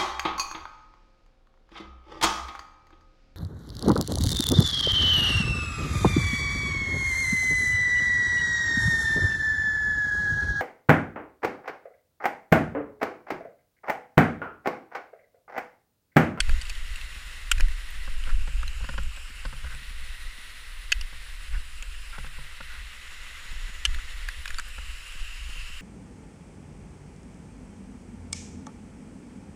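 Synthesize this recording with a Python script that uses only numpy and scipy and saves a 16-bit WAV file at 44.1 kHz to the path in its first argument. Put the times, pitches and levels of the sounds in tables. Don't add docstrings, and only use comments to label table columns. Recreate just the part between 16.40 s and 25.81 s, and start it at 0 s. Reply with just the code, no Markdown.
import sys
import numpy as np
from scipy import signal
from scipy.fft import rfft, irfft, next_fast_len
from scipy.io import wavfile
from scipy.ndimage import uniform_filter1d, map_coordinates

SR = 44100
rng = np.random.default_rng(int(sys.argv[2]) if len(sys.argv) > 2 else 0)


def inscribe(sig):
    pcm = np.round(np.clip(np.atleast_2d(sig).T, -1, 1) * 32767)
    wavfile.write(sys.argv[1], SR, pcm.astype(np.int16))


def nominal_scale(level):
    x = np.asarray(level, float) / 20
    return 10 ** x


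N = 414981


def unit(x):
    return x / np.sqrt(np.mean(x ** 2) + 1e-20)


def along(points, hz):
    f, value = np.transpose(points)
    return np.interp(np.log(hz + 1), np.log(f + 1), value)


def curves(rows):
    times, *columns = np.transpose(rows)
    return [np.interp(np.arange(N) / SR, times, column) for column in columns]


def wobble(rate):
    knots = rng.standard_normal(int(N * rate / SR) + 4)
    return map_coordinates(knots, [np.arange(N) * rate / SR])


def filtered(x, response):
    size = next_fast_len(len(x) + 8192)
    spectrum = rfft(x, size) * response(np.fft.rfftfreq(size, 1 / SR))
    return irfft(spectrum, size)[:len(x)]


def resonances(modes):
    def response(f):
        total = 0
        for k, (hz, width, db) in enumerate(modes):
            damping = 1j * f * width
            total = total + (-1) ** k * nominal_scale(db) * damping / (hz * hz - f * f + damping)
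        return total
    return response


def rush(spectrum, patchy_db=0):
    x = rng.standard_normal(N)
    if patchy_db > 0:
        field = rng.standard_normal((257, N // 256 + 2))
        field = uniform_filter1d(field, size=6, axis=0)
        field = uniform_filter1d(field, size=10, axis=1)
        patches = signal.stft(x, nperseg=512)[2] * nominal_scale(patchy_db * unit(field))
        x = signal.istft(patches, nperseg=512)[1][:N]
    return unit(filtered(x, lambda hz: nominal_scale(along(spectrum, hz))))


def steady(x, span):
    size = int(span * SR)
    power = uniform_filter1d(uniform_filter1d(x * x, size), size)
    return x / np.sqrt(np.abs(power) + 0.024)


def burst(modes, rise, hold, t60, spiky, in_step=0):
    size = 4096 if rise + hold + t60 < 0.06 else 16384
    t, f = np.arange(size) / SR, np.fft.rfftfreq(size, 1 / SR)
    attack = np.clip(t / max(rise, 1e-4), 0, 1) ** 2
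    shape = attack * nominal_scale(-60 * np.clip(t - rise - hold, 0, None) / t60)
    cracks = rfft(shape * rng.standard_normal(size) * nominal_scale(spiky * rng.standard_normal(size)))
    total = 0
    for k, (hz, width, db) in enumerate(modes):
        force = cracks
        if in_step and width < 600:
            swing = rfft(shape * np.sin(2 * np.pi * hz * t))
            force = cracks + in_step * np.sqrt(width / SR) * swing
        ring = force * resonances([(hz, 1.8 * width, 0)])(f) ** 2
        total = total + (-1) ** k * nominal_scale(db) * np.sqrt(width) * ring / np.linalg.norm(ring)
    x = irfft(total, size)
    return 0.41 * x / np.linalg.norm(x) * np.sqrt(np.sum(shape ** 2) + 0.0012 * SR)


def add(track, s, x):
    start = round(s * SR)
    start, x = max(start, 0), x[max(-start, 0):]
    track[start:start + len(x)] += x[:len(track) - start]


# (time [s], tilt [0 up - 1 down], turn [-1 left - 1 right], faces water [0-1])
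HEAD_AIM = [(0, 0.0089, 0.14, 1), (1.3, 0.04, 0.11, 0.8), (1.6, 0.07, 0, 0.6), (1.95, 0.87, 0.18, 0.58),
            (2.4, 1, 0.13, 0.97), (3.0, 0.97, 0.12, 0.6), (3.4, 0, -0.43, 0.26), (4.7, 0.027, -0.5, 0.05),
            (5.1, 0.59, 0.068, 0.37), (5.6, 1, -0.52, 0.3), (5.95, 0.43, 0, 0), (6.3, 0.016, .7, 0.4),
            (6.7, 0.083, 1, 0.78), (7.55, 0.019, 0.88, 0.93), (8.0, 0, -0.13, 0.7),
            (8.35, 0.95, 0.052, 0.82), (8.9, 0.71, -0.73, 0.93), (9.41, 0.88, -0.93, 0.84)]
# (frequency [Hz], level [dB per Hz])
LOW_HISS = [(60, -72), (90, -5.5), (140, -12.5), (340, -19.5), (750, -19), (1100, -10)]
HEAD_UP_HISS = [(1500, -4.5), (1700, -5.5), (1950, 1.85), (2350, -7), (2650, -4), (3200, -8), (3900, -8),
                (4800, -14.5), (5400, -13.5), (6200, -19), (8100, -16.5), (8800, -20), (10900, -24),
                (11500, -26.5), (15300, -31.5)]
HEAD_DOWN_HISS = [(1500, -5), (2000, -5), (2400, -5), (2800, -2.5), (3400, -11.5), (3900, -11),
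                  (4300, -13.5), (5200, -12), (6100, -20), (7600, -13), (8100, -13.5), (8700, -22.5),
                  (10500, -24), (15300, -33)]
# (frequency [Hz], width [Hz], level [dB])
HOUSING_AIR = [(512, 31, 7), (12700, 1200, 2), (14300, 540, 5)]
# (frequency [Hz], level [dB])
TURNED_RIGHT = [(1500, 0), (3000, 0), (4800, -1.5), (6500, 0), (8900, -2), (9800, 1.5), (11500, -2),
                (14300, -2)]
TURNED_LEFT = [(1500, -1), (3000, -0.5), (5500, 2), (7000, 2.5), (9500, -4), (11000, 2), (13000, -1.5),
               (14500, 1.5)]
FACING_AWAY = [(1500, -0.5), (4300, 0.34), (5200, -2.5), (8100, -2), (8900, 2.5), (10000, 1), (11500, -0.8),
               (13500, 2), (15000, 1.5)]


def stream():
    down, turn, facing = curves(HEAD_AIM)
    right, left = np.clip(turn, 0, 1), np.clip(-turn, 0, 1)

    up_hiss = rush(LOW_HISS + HEAD_UP_HISS, patchy_db=0.3)
    down_hiss = rush(LOW_HISS + HEAD_DOWN_HISS, patchy_db=1.2)
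    hiss = np.sqrt(1 - down) * up_hiss + nominal_scale(-0.58) * np.sqrt(down) * down_hiss

    def housing(f):
        gain = 1
        for hz, width, db in HOUSING_AIR:
            gain = gain + (nominal_scale(db) - 1) * np.abs(resonances([(hz, width, 0)])(f)) ** 2
        return gain

    hiss = filtered(hiss, housing)
    for share, colour in [(right, TURNED_RIGHT), (left, TURNED_LEFT), (1 - facing, FACING_AWAY)]:
        coloured = filtered(hiss, lambda f: nominal_scale(along(colour, f)))
        hiss = (1 - share) * hiss + share * coloured

    mid = rush([(1900, -120), (2300, -14), (2750, 0), (3200, -10), (3700, -120)], patchy_db=1.2)
    whistle = rush([(6000, -120), (6450, -21), (6900, -4), (7400, -16), (8000, -120)])
    sizzle = rush([(8200, -120), (8900, -7.5), (9650, 0.5), (10100, -4.5), (10800, -120)], patchy_db=2)
    edge = rush([(9600, -120), (10100, -3), (10800, 4), (11200, -6), (11800, -120)])
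    bands = nominal_scale(-68.5 + 5 * down + 12 * facing + 9 * left) * mid
    bands += nominal_scale(-86.5 + 24 * facing + 4.2 * right) * whistle
    bands += nominal_scale(-62.5 + 1.6 * down - 18 * right) * sizzle
    bands += nominal_scale(-68) * (1 - down) * edge

    hiss *= nominal_scale(-46.5 - 1.5 * down + 1.78 * facing)
    flicker = nominal_scale(0.33 * wobble(7) + 0.63 * wobble(40))
    return flicker * (hiss + bands)


# (time [s], effort [dB])
BODY_EFFORT = [(0, -28.5), (1.0, -35.5), (1.45, -35), (1.7, -27.5), (2.2, -26.5), (2.75, -37.5),
               (3.6, -35.5), (4.0, -45.5), (4.5, -36), (5.5, -36.5), (6.1, -42), (6.75, -43), (7.25, -35.5),
               (8.2, -35), (8.65, -46)]
# (time [s], rumble [dB], shudder [dB], length [s])
BODY_LURCHES = [(0.118, -28, -27, 0.056), (1.22, -21, -37, 0.083), (1.955, -43, -34, 0.052),
                (2.618, -37.5, -34.5, 0.12), (3.3, -46, -39.5, 0.084), (3.862, -31, -40, 0.026),
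                (4.587, -31.5, -38, 0.031), (5.163, -26.5, -33, 0.047), (5.835, -34.5, -45, 0.033),
                (6.407, -51, -39.5, 0.069), (7.52, -36, -40, 0.043), (8.45, -50, -42.5, 0.12),
                (8.822, -37, -48, 0.074), (9.05, -43, -42.5, 0.13)]
# (frequency [Hz], level [dB per Hz])
RUMBLE_SPECTRUM = [(5, -120), (8, -14), (11, 11), (22, -1.5), (35, 1.5), (48, -13), (70, -28), (110, -120)]
SHUDDER_SPECTRUM = [(30, -120), (42, -9), (52, -1.5), (64, -2.5), (80, -22), (100, -35), (220, -38.5),
                    (400, -120)]


def sway():
    end_db = -36.5
    effort_db, = curves(BODY_EFFORT + [(N / SR, end_db)])
    rumble = nominal_scale(effort_db + 2.6 * wobble(6))
    shudder = nominal_scale(-48 + effort_db - end_db + 1.65 * wobble(5))
    t = np.arange(-SR // 4, SR // 4) / SR
    for s, rumble_db, shudder_db, length in BODY_LURCHES:
        swell = np.exp(-(t / length) ** 2)
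        add(rumble, s + t[0], nominal_scale(rumble_db) * swell)
        add(shudder, s + t[0], nominal_scale(shudder_db) * swell)
    lumps = steady(rush(RUMBLE_SPECTRUM), span=0.082)
    shakes = unit(nominal_scale(3 * wobble(25)) * steady(rush(SHUDDER_SPECTRUM), span=0.11))
    return rumble * lumps + shudder * shakes


# (time [s], peak [dB], direction [-1 or 1], width [s])
HEAD_JOLTS = [(.07, -14.5, -1, 0.021), (.134, -9, -1, 0.011), (1.141, -22, -1, 0.0094),
              (1.179, -12, -1, 0.0088), (1.236, -7.5, -1, 0.011), (1.936, -11, 1, 0.011),
              (1.974, -13.5, -1, 0.0099), (2.015, -15, 1, 0.0082), (2.259, -19, 1, 0.0091),
              (2.292, -22, -1, 0.013), (2.343, -31, 1, 0.012), (2.378, -23, 1, 0.0088),
              (2.429, -18, 1, 0.008), (2.852, -26, -1, 0.015), (3.066, -25, -1, .008),
              (3.255, -30, 1, 0.0091), (4.583, -28, -1, 0.009), (4.64, -22.5, -1, 0.018),
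              (5.148, -19, 1, 0.011), (5.161, -22, -1, 0.0085), (5.179, -27, -1, .007),
              (7.486, -18.5, -1, 0.0083), (7.523, -20.5, -1, 0.021), (7.588, -18.5, -1, 0.011),
              (8.147, -20.5, -1, 0.024), (8.822, -25, 1, 0.011)]


def jolts():
    out, t = np.zeros(N), np.arange(-SR // 20, SR // 20) / SR
    for s, db, direction, width in HEAD_JOLTS:
        u = t / (0.5 * width)
        push = 1.3 * np.exp(-u * u / 2) - 0.33 * np.exp(-u * u / 12)
        add(out, s + t[0], direction * nominal_scale(db) * push)
    return out


# (time [s], peak [dB], frequency [Hz], length [s])
CLOTH_RUBS = [
    (1.865, -34.5, 1380, 0.013),
    (1.888, -32, 1370, 0.028),
    (3.258, -35.5, 1450, 0.025),
    (3.295, -40, 1500, 0.07),
    (5.123, -37, 1480, 0.062),
    (5.719, -36.5, 1390, 0.064),
    (6.28, -42, 1450, 0.14),
    (8.187, -27, 1450, 0.018),
]
# (time [s], peak [dB], frequency [Hz])
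CLOTH_BUMPS = [(0.751, -50, 205), (2.898, -49, 210), (3.414, -52, 203), (3.504, -51, 167),
               (3.977, -48.5, 200), (7.049, -53, 153), (7.118, -44, 158), (7.29, -44.5, 153),
               (7.556, -47.5, 210), (8.75, -46, 148), (9.091, -46.5, 174), (9.295, -45, 143)]


def rubs():
    out = np.zeros(N)
    for s, db, hz, length in CLOTH_RUBS:
        modes = [(hz, 220, 0), (1.09 * hz, 1200, -12)]
        add(out, s, nominal_scale(db) * burst(modes, 0.15 * length, 0.5 * length, length, spiky=4.9, in_step=1.6))
    for s, db, hz in CLOTH_BUMPS:
        modes = [(hz, 70, 0), (hz, 200, -9)]
        add(out, s - 0.004, nominal_scale(db + 2) * burst(modes, 0.0041, 0.0053, 0.028, spiky=2.8))
    return out


# (time [s], peak [dB], shell ring [dB], bright part [dB])
HELMET_KNOCKS = [(0.091, -34.5, -24, -1), (1.2, -32.5, -14.5, -6), (1.675, -36.5, -23, -3.5),
                 (1.873, -37, -19, -4), (2.074, -36.5, -5.5, -5), (2.23, -40.5, -6, -2),
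                 (2.406, -41, -3, -12), (2.442, -35.5, -18, -3), (2.489, -29.5, -7, -2.5),
                 (2.536, -38.5, -14, -3), (2.579, -28.5, -10, -0.5), (2.772, -44, -21, 1),
                 (3.052, -31, -11, -2), (3.127, -37, -4, -5), (3.243, -38, -11, -4), (3.341, -44.5, 2, 0),
                 (4.726, -44, -8, -6), (5.423, -47, -28, -2), (5.782, -33, -9.5, -3.5),
                 (5.844, -38.5, -7, -4), (5.862, -48, 5.5, 7.5), (5.984, -39.5, -3, -19),
                 (6.205, -34.5, -14, -1), (7.586, -50, -14, 11.5), (8.381, -38.5, -30, 0.5),
                 (9.159, -43.5, -4, -13)]
# (frequency [Hz], width [Hz], level [dB])
SHELL_LOW = [(203, 58, 1.5), (530, 58, 0), (1008, 240, -1), (704, 1300, -26)]
SHELL_BRIGHT = [(1450, 180, 20.5), (1750, 350, 8.5), (2800, 530, 8), (4630, 1500, -5)]


def knocks():
    out, t = np.zeros(N), np.arange(SR // 3) / SR
    contact = 0.0055
    ring = np.sin(2 * np.pi * 137 * t) * nominal_scale(-60 * t / 0.33) * (1 - np.exp(-t / 0.0023))
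    for s, db, ring_db, bright_db in HELMET_KNOCKS:
        dull = burst(SHELL_LOW, 0.00055, contact, 0.031, spiky=1.6)
        bright = burst(SHELL_BRIGHT, 0.0021, contact, 0.021, spiky=4.2)
        add(out, s - 0.002, nominal_scale(db - 0.5) * dull)
        add(out, s - 0.002, nominal_scale(db + bright_db + 4) * bright)
        add(out, s, nominal_scale(db + ring_db - 0.5) * ring)
    return out


# (time [s], peak [dB], main pitch [Hz], treble [dB], treble pitch [Hz])
ICE_CHIPS = [(.109, -39, 3000, -2, 7000), (0.3526, -29.5, 3050, -18, 4390), (0.612, -26, 2750, -13, 4410),
             (1.176, -50, 7500, 6, 7500), (1.505, -55, 9000, 12, 13800), (1.855, -38, 2400, -12, 4000),
             (2.6334, -42, 2800, 2, 7600), (2.7636, -30.5, 2780, -11, 7900), (3.348, -32, 2500, -8, 8000),
             (5.4246, -25.5, 2780, -7.5, 6900), (7.546, -25, 1780, -11, 3790),
             (8.286, -56, 9000, 11, 13000), (8.722, -36, 2700, -7, 7500), (3.053, -36, 4650, -8, 4200)]


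def chips():
    out = np.zeros(N)
    for s, db, hz, treble_db, treble_hz in ICE_CHIPS:
        body = [(hz, 350, 0), (1.1 * hz, 2000, -18)]
        spray = [(treble_hz, 350, 0), (7500, 5000, -20), (13000, 5000, -25)]
        add(out, s - 0.001, nominal_scale(db - 2.5) * burst(body, 0.00061, 0.00069, 0.024, spiky=4.6))
        add(out, s - 0.001, nominal_scale(db + treble_db) * burst(spray, 0.00056, 0.001, 0.02, spiky=5))
    return out


# (time [s], peak [dB], t60 [s], favoured mode [Hz])
CARABINER_CLINKS = [
    (.253, -31.5, .02, 7800),
    (.268, -35, .02, 4630),
    (0.5577, -27, 0.0099, 8000),
]
# (frequency [Hz], level [dB])
ALLOY_MODES = [(2800, 6), (4600, -8), (7800, -16), (10200, -24), (14800, -33)]


def clinks():
    out = np.zeros(N)
    for s, db, t60, top_hz in CARABINER_CLINKS:
        modes = []
        for hz, level in ALLOY_MODES:
            modes.append((hz * (1 + 0.036 * rng.normal()), 0.1 * hz, level + rng.normal(0, 3.2)))
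        modes += [(top_hz, 250, 0), (8000, 7000, -24)]
        add(out, s - 0.001, nominal_scale(db) * burst(modes, 0.00087, 0.0014, t60, spiky=3))
    return out


# (time [s], peak [dB], contact [s], t60 [s])
ICE_TAPS = [(0.0933, -24, .001, .012), (1.181, -27.5, .003, .014), (1.199, -24.5, .001, .009),
            (1.206, -19, 0.0017, .012), (1.284, -30.5, .001, .008), (1.838, -29, .001, .008),
            (2.23, -25.5, 0.0011, 0.014), (2.277, -27.5, 0.0017, 0.018), (4.611, -25, 0.0017, .013),
            (7.886, -21, .002, 0.014), (8.0557, -23, .002, .011), (8.077, -27.5, .003, 0.011),
            (8.104, -27, 0.0027, .012), (8.143, -29.5, .002, .01), (8.184, -21, .001, .009),
            (8.197, -23.5, 0.00036, 0.0042), (0.2137, -29, .001, .009), (.218, -29.5, 0.0018, .01),
            (0.2957, -27.5, .001, .008), (.299, -27.5, 0.0028, .016)]
# (frequency [Hz],
# width [Hz], level [dB])
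FIRST_TAP_RINGS = [
    [(1630, 320, 2), (2560, 330, -7), (4720, 280, -11), (6730, 230, -22), (10200, 870, -21)],
    [(1780, 270, -1), (2530, 200, 1), (4070, 220, -8), (6880, 230, -20)],
    [(1670, 720, -3), (5400, 300, -14), (7230, 580, -24), (10200, 380, -13)],
    [(1570, 490, -5.5), (2470, 210, -2), (3000, 160, -7), (4100, 510, -14), (5300, 220, -14),
     (6660, 240, -13), (9250, 250, -23)],
    [(1810, 430, 0), (3980, 280, -11), (6770, 360, -17), (10400, 1120, -18)],
    [(2870, 390, 7), (4930, 250, -18)],
    [(1390, 270, 8), (2430, 240, -9), (4700, 230, -21)],
    [(2880, 300, 0), (4000, 300, 1.5), (6370, 310, -9), (9450, 400, -16), (13700, 300, -22)],
    [(2920, 250, 1), (4730, 710, -6), (5850, 200, -11), (9000, 200, -10), (10000, 240, -20)],
    [(1620, 300, 3.5), (2500, 220, -9), (4090, 440, -14), (4700, 300, -10), (7010, 290, -25),
     (8660, 230, -24), (10400, 570, -21)],
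]
NEXT_TAP_RINGS = [
    [(1540, 350, 0), (2440, 230, 0), (3010, 220, -16), (3800, 530, -13), (5380, 240, -18), (6850, 320, -18)],
    [(2460, 270, 0), (2940, 250, -7), (4030, 250, -7), (4660, 280, -9), (5380, 250, -19), (6800, 350, -12),
     (9710, 260, -19)],
    [(1660, 250, 3), (2500, 270, -7), (7070, 310, -14), (8530, 240, -23), (9650, 210, -25)],
    [(1640, 270, 1), (2310, 200, -3), (3840, 460, -2), (5300, 300, -7), (6840, 340, -10)],
    [(1370, 240, 2), (2010, 290, -19), (4570, 240, 1.5), (6990, 320, -5), (9750, 390, -18)],
    [(1610, 510, 3), (3480, 500, -13), (5500, 1400, -11), (7000, 1200, -5), (8880, 740, -6),
     (10400, 900, -13), (13000, 2000, -24)],
    [(2910, 490, 1), (4660, 500, 3), (6200, 1500, -9), (9600, 700, -12), (8000, 520, 0), (11600, 620, -19)],
    [(3030, 350, 0), (4640, 430, -1), (6300, 1200, -12), (7980, 350, -3), (9740, 230, -19)],
    [(2790, 560, -6), (4700, 540, 2), (6800, 570, -3), (8650, 620, -6), (10300, 490, -8)],
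    [(2520, 200, 2), (4530, 230, -5), (6770, 240, -24), (7630, 290, -9)],
]


def taps():
    out = np.zeros(N)
    snap = [(1870, 1760, -15.5), (7000, 5000, -27.5), (13500, 4000, -33)]
    for (s, db, contact, t60), modes in zip(ICE_TAPS, FIRST_TAP_RINGS + NEXT_TAP_RINGS):
        rings = [(hz, 0.78 * width, level) for hz, width, level in modes] + snap
        add(out, s - 0.0004, nominal_scale(db + 1) * burst(rings, 0.00053, contact, t60, spiky=2.5, in_step=1.6))
    return out


# (time [s], peak [dB], rise [s], crushing [s], splinters [dB])
PICK_BLOWS = [
    (.002, -8, 0.0011, 0.0011, -13),
    (1.112, -6, 0.003, 0.002, -14),
    (4.5173, -9.5, 0.0018, 0.0044, -15.5),
    (7.45, -7, 0.0018, 0.0017, -16.5),
]
# (frequency [Hz], width [Hz], level [dB])
AXE_MODES = [
    [(1524, 260, 0), (2040, 300, -9), (2650, 330, 0), (3260, 370, -1), (4410, 230, -3), (5400, 180, -15),
     (6320, 380, -12), (8000, 370, -7), (10250, 500, -15.5)],
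    [(1480, 200, 0), (2190, 150, -8), (2750, 300, -0.5), (3150, 420, -3), (3880, 250, -14.5),
     (4670, 300, -14), (5350, 300, -15), (6050, 410, -11), (7450, 440, -6), (8750, 300, -11.5),
     (10040, 500, -13), (13500, 3300, -32)],
    [(1696, 205, 0), (2630, 220, 6.5), (3030, 170, -0.5), (3380, 200, -3.5), (1970, 92, -5),
     (3740, 110, -12.5), (4470, 150, -3), (5200, 180, -10), (6530, 450, -10.5), (7800, 300, -19),
     (9200, 900, -28), (11900, 250, -34)],
    [(1356, 200, -11.5), (1700, 85, -7), (2390, 480, -10), (2920, 320, 3.5), (3280, 340, -3.5),
     (4160, 280, -13), (5050, 350, -18), (6040, 310, -8.5), (8000, 750, -16), (10470, 780, -21)],
]
# (blow [index], time [s], peak [dB])
ICE_RECRACKS = [(0, 0.01, -24), (1, 1.119, -20), (1, 1.124, -28), (2, 4.521, -6.5), (2, 4.5236, -8),
                (2, 4.53, -25), (3, 7.456, -14), (3, 7.461, -24)]


def axes():
    out = np.zeros(N)
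    t60 = 0.018
    for (s, db, rise, hold, splinter_db), modes in zip(PICK_BLOWS, AXE_MODES):
        shaft = [(hz, 1.02 * width, level) for hz, width, level in modes if hz < 3600]
        splinters = [(hz, 1.3 * width, level) for hz, width, level in modes if hz >= 3600]
        splinters += [(5200, 1800, -25), (14100, 3600, -38)]
        thud = [(368, 130, 3), (930, 89, 1.6)]
        add(out, s, nominal_scale(db - 1.5) * burst(shaft, rise, hold, t60, spiky=2.7, in_step=1.8))
        add(out, s, nominal_scale(splinter_db) * burst(splinters, rise, hold, 0.95 * t60, spiky=3.3, in_step=1.5))
        add(out, s, nominal_scale(db - 29) * burst(thud, rise, hold, t60, spiky=0.93))
    for blow, s, db in ICE_RECRACKS:
        modes = AXE_MODES[round(blow)][:9]
        add(out, s, nominal_scale(db) * burst(modes, 0.00036, 0.00053, 0.0087, spiky=2.4, in_step=1.4))
    return filtered(out, lambda f: (1j * f / (250 + 1j * f)) ** 2)


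def scene():
    background = stream() + sway() + jolts() + rubs()
    contacts = knocks() + chips() + clinks() + taps()
    return (background + contacts + axes())[None]


def roll_off(x):
    return signal.sosfilt(signal.butter(12, 16480, fs=SR, output="sos"), x)


def record(dry):
    band = [(3, -29), (9, 0), (15250, 0.5), (15450, -33), (16500, -40)]  # (frequency [Hz], level [dB])
    kept = filtered(dry[0], lambda hz: nominal_scale(along(band, hz)))
    return roll_off(kept[None])


dry = scene()
out = record(dry)
inscribe(out)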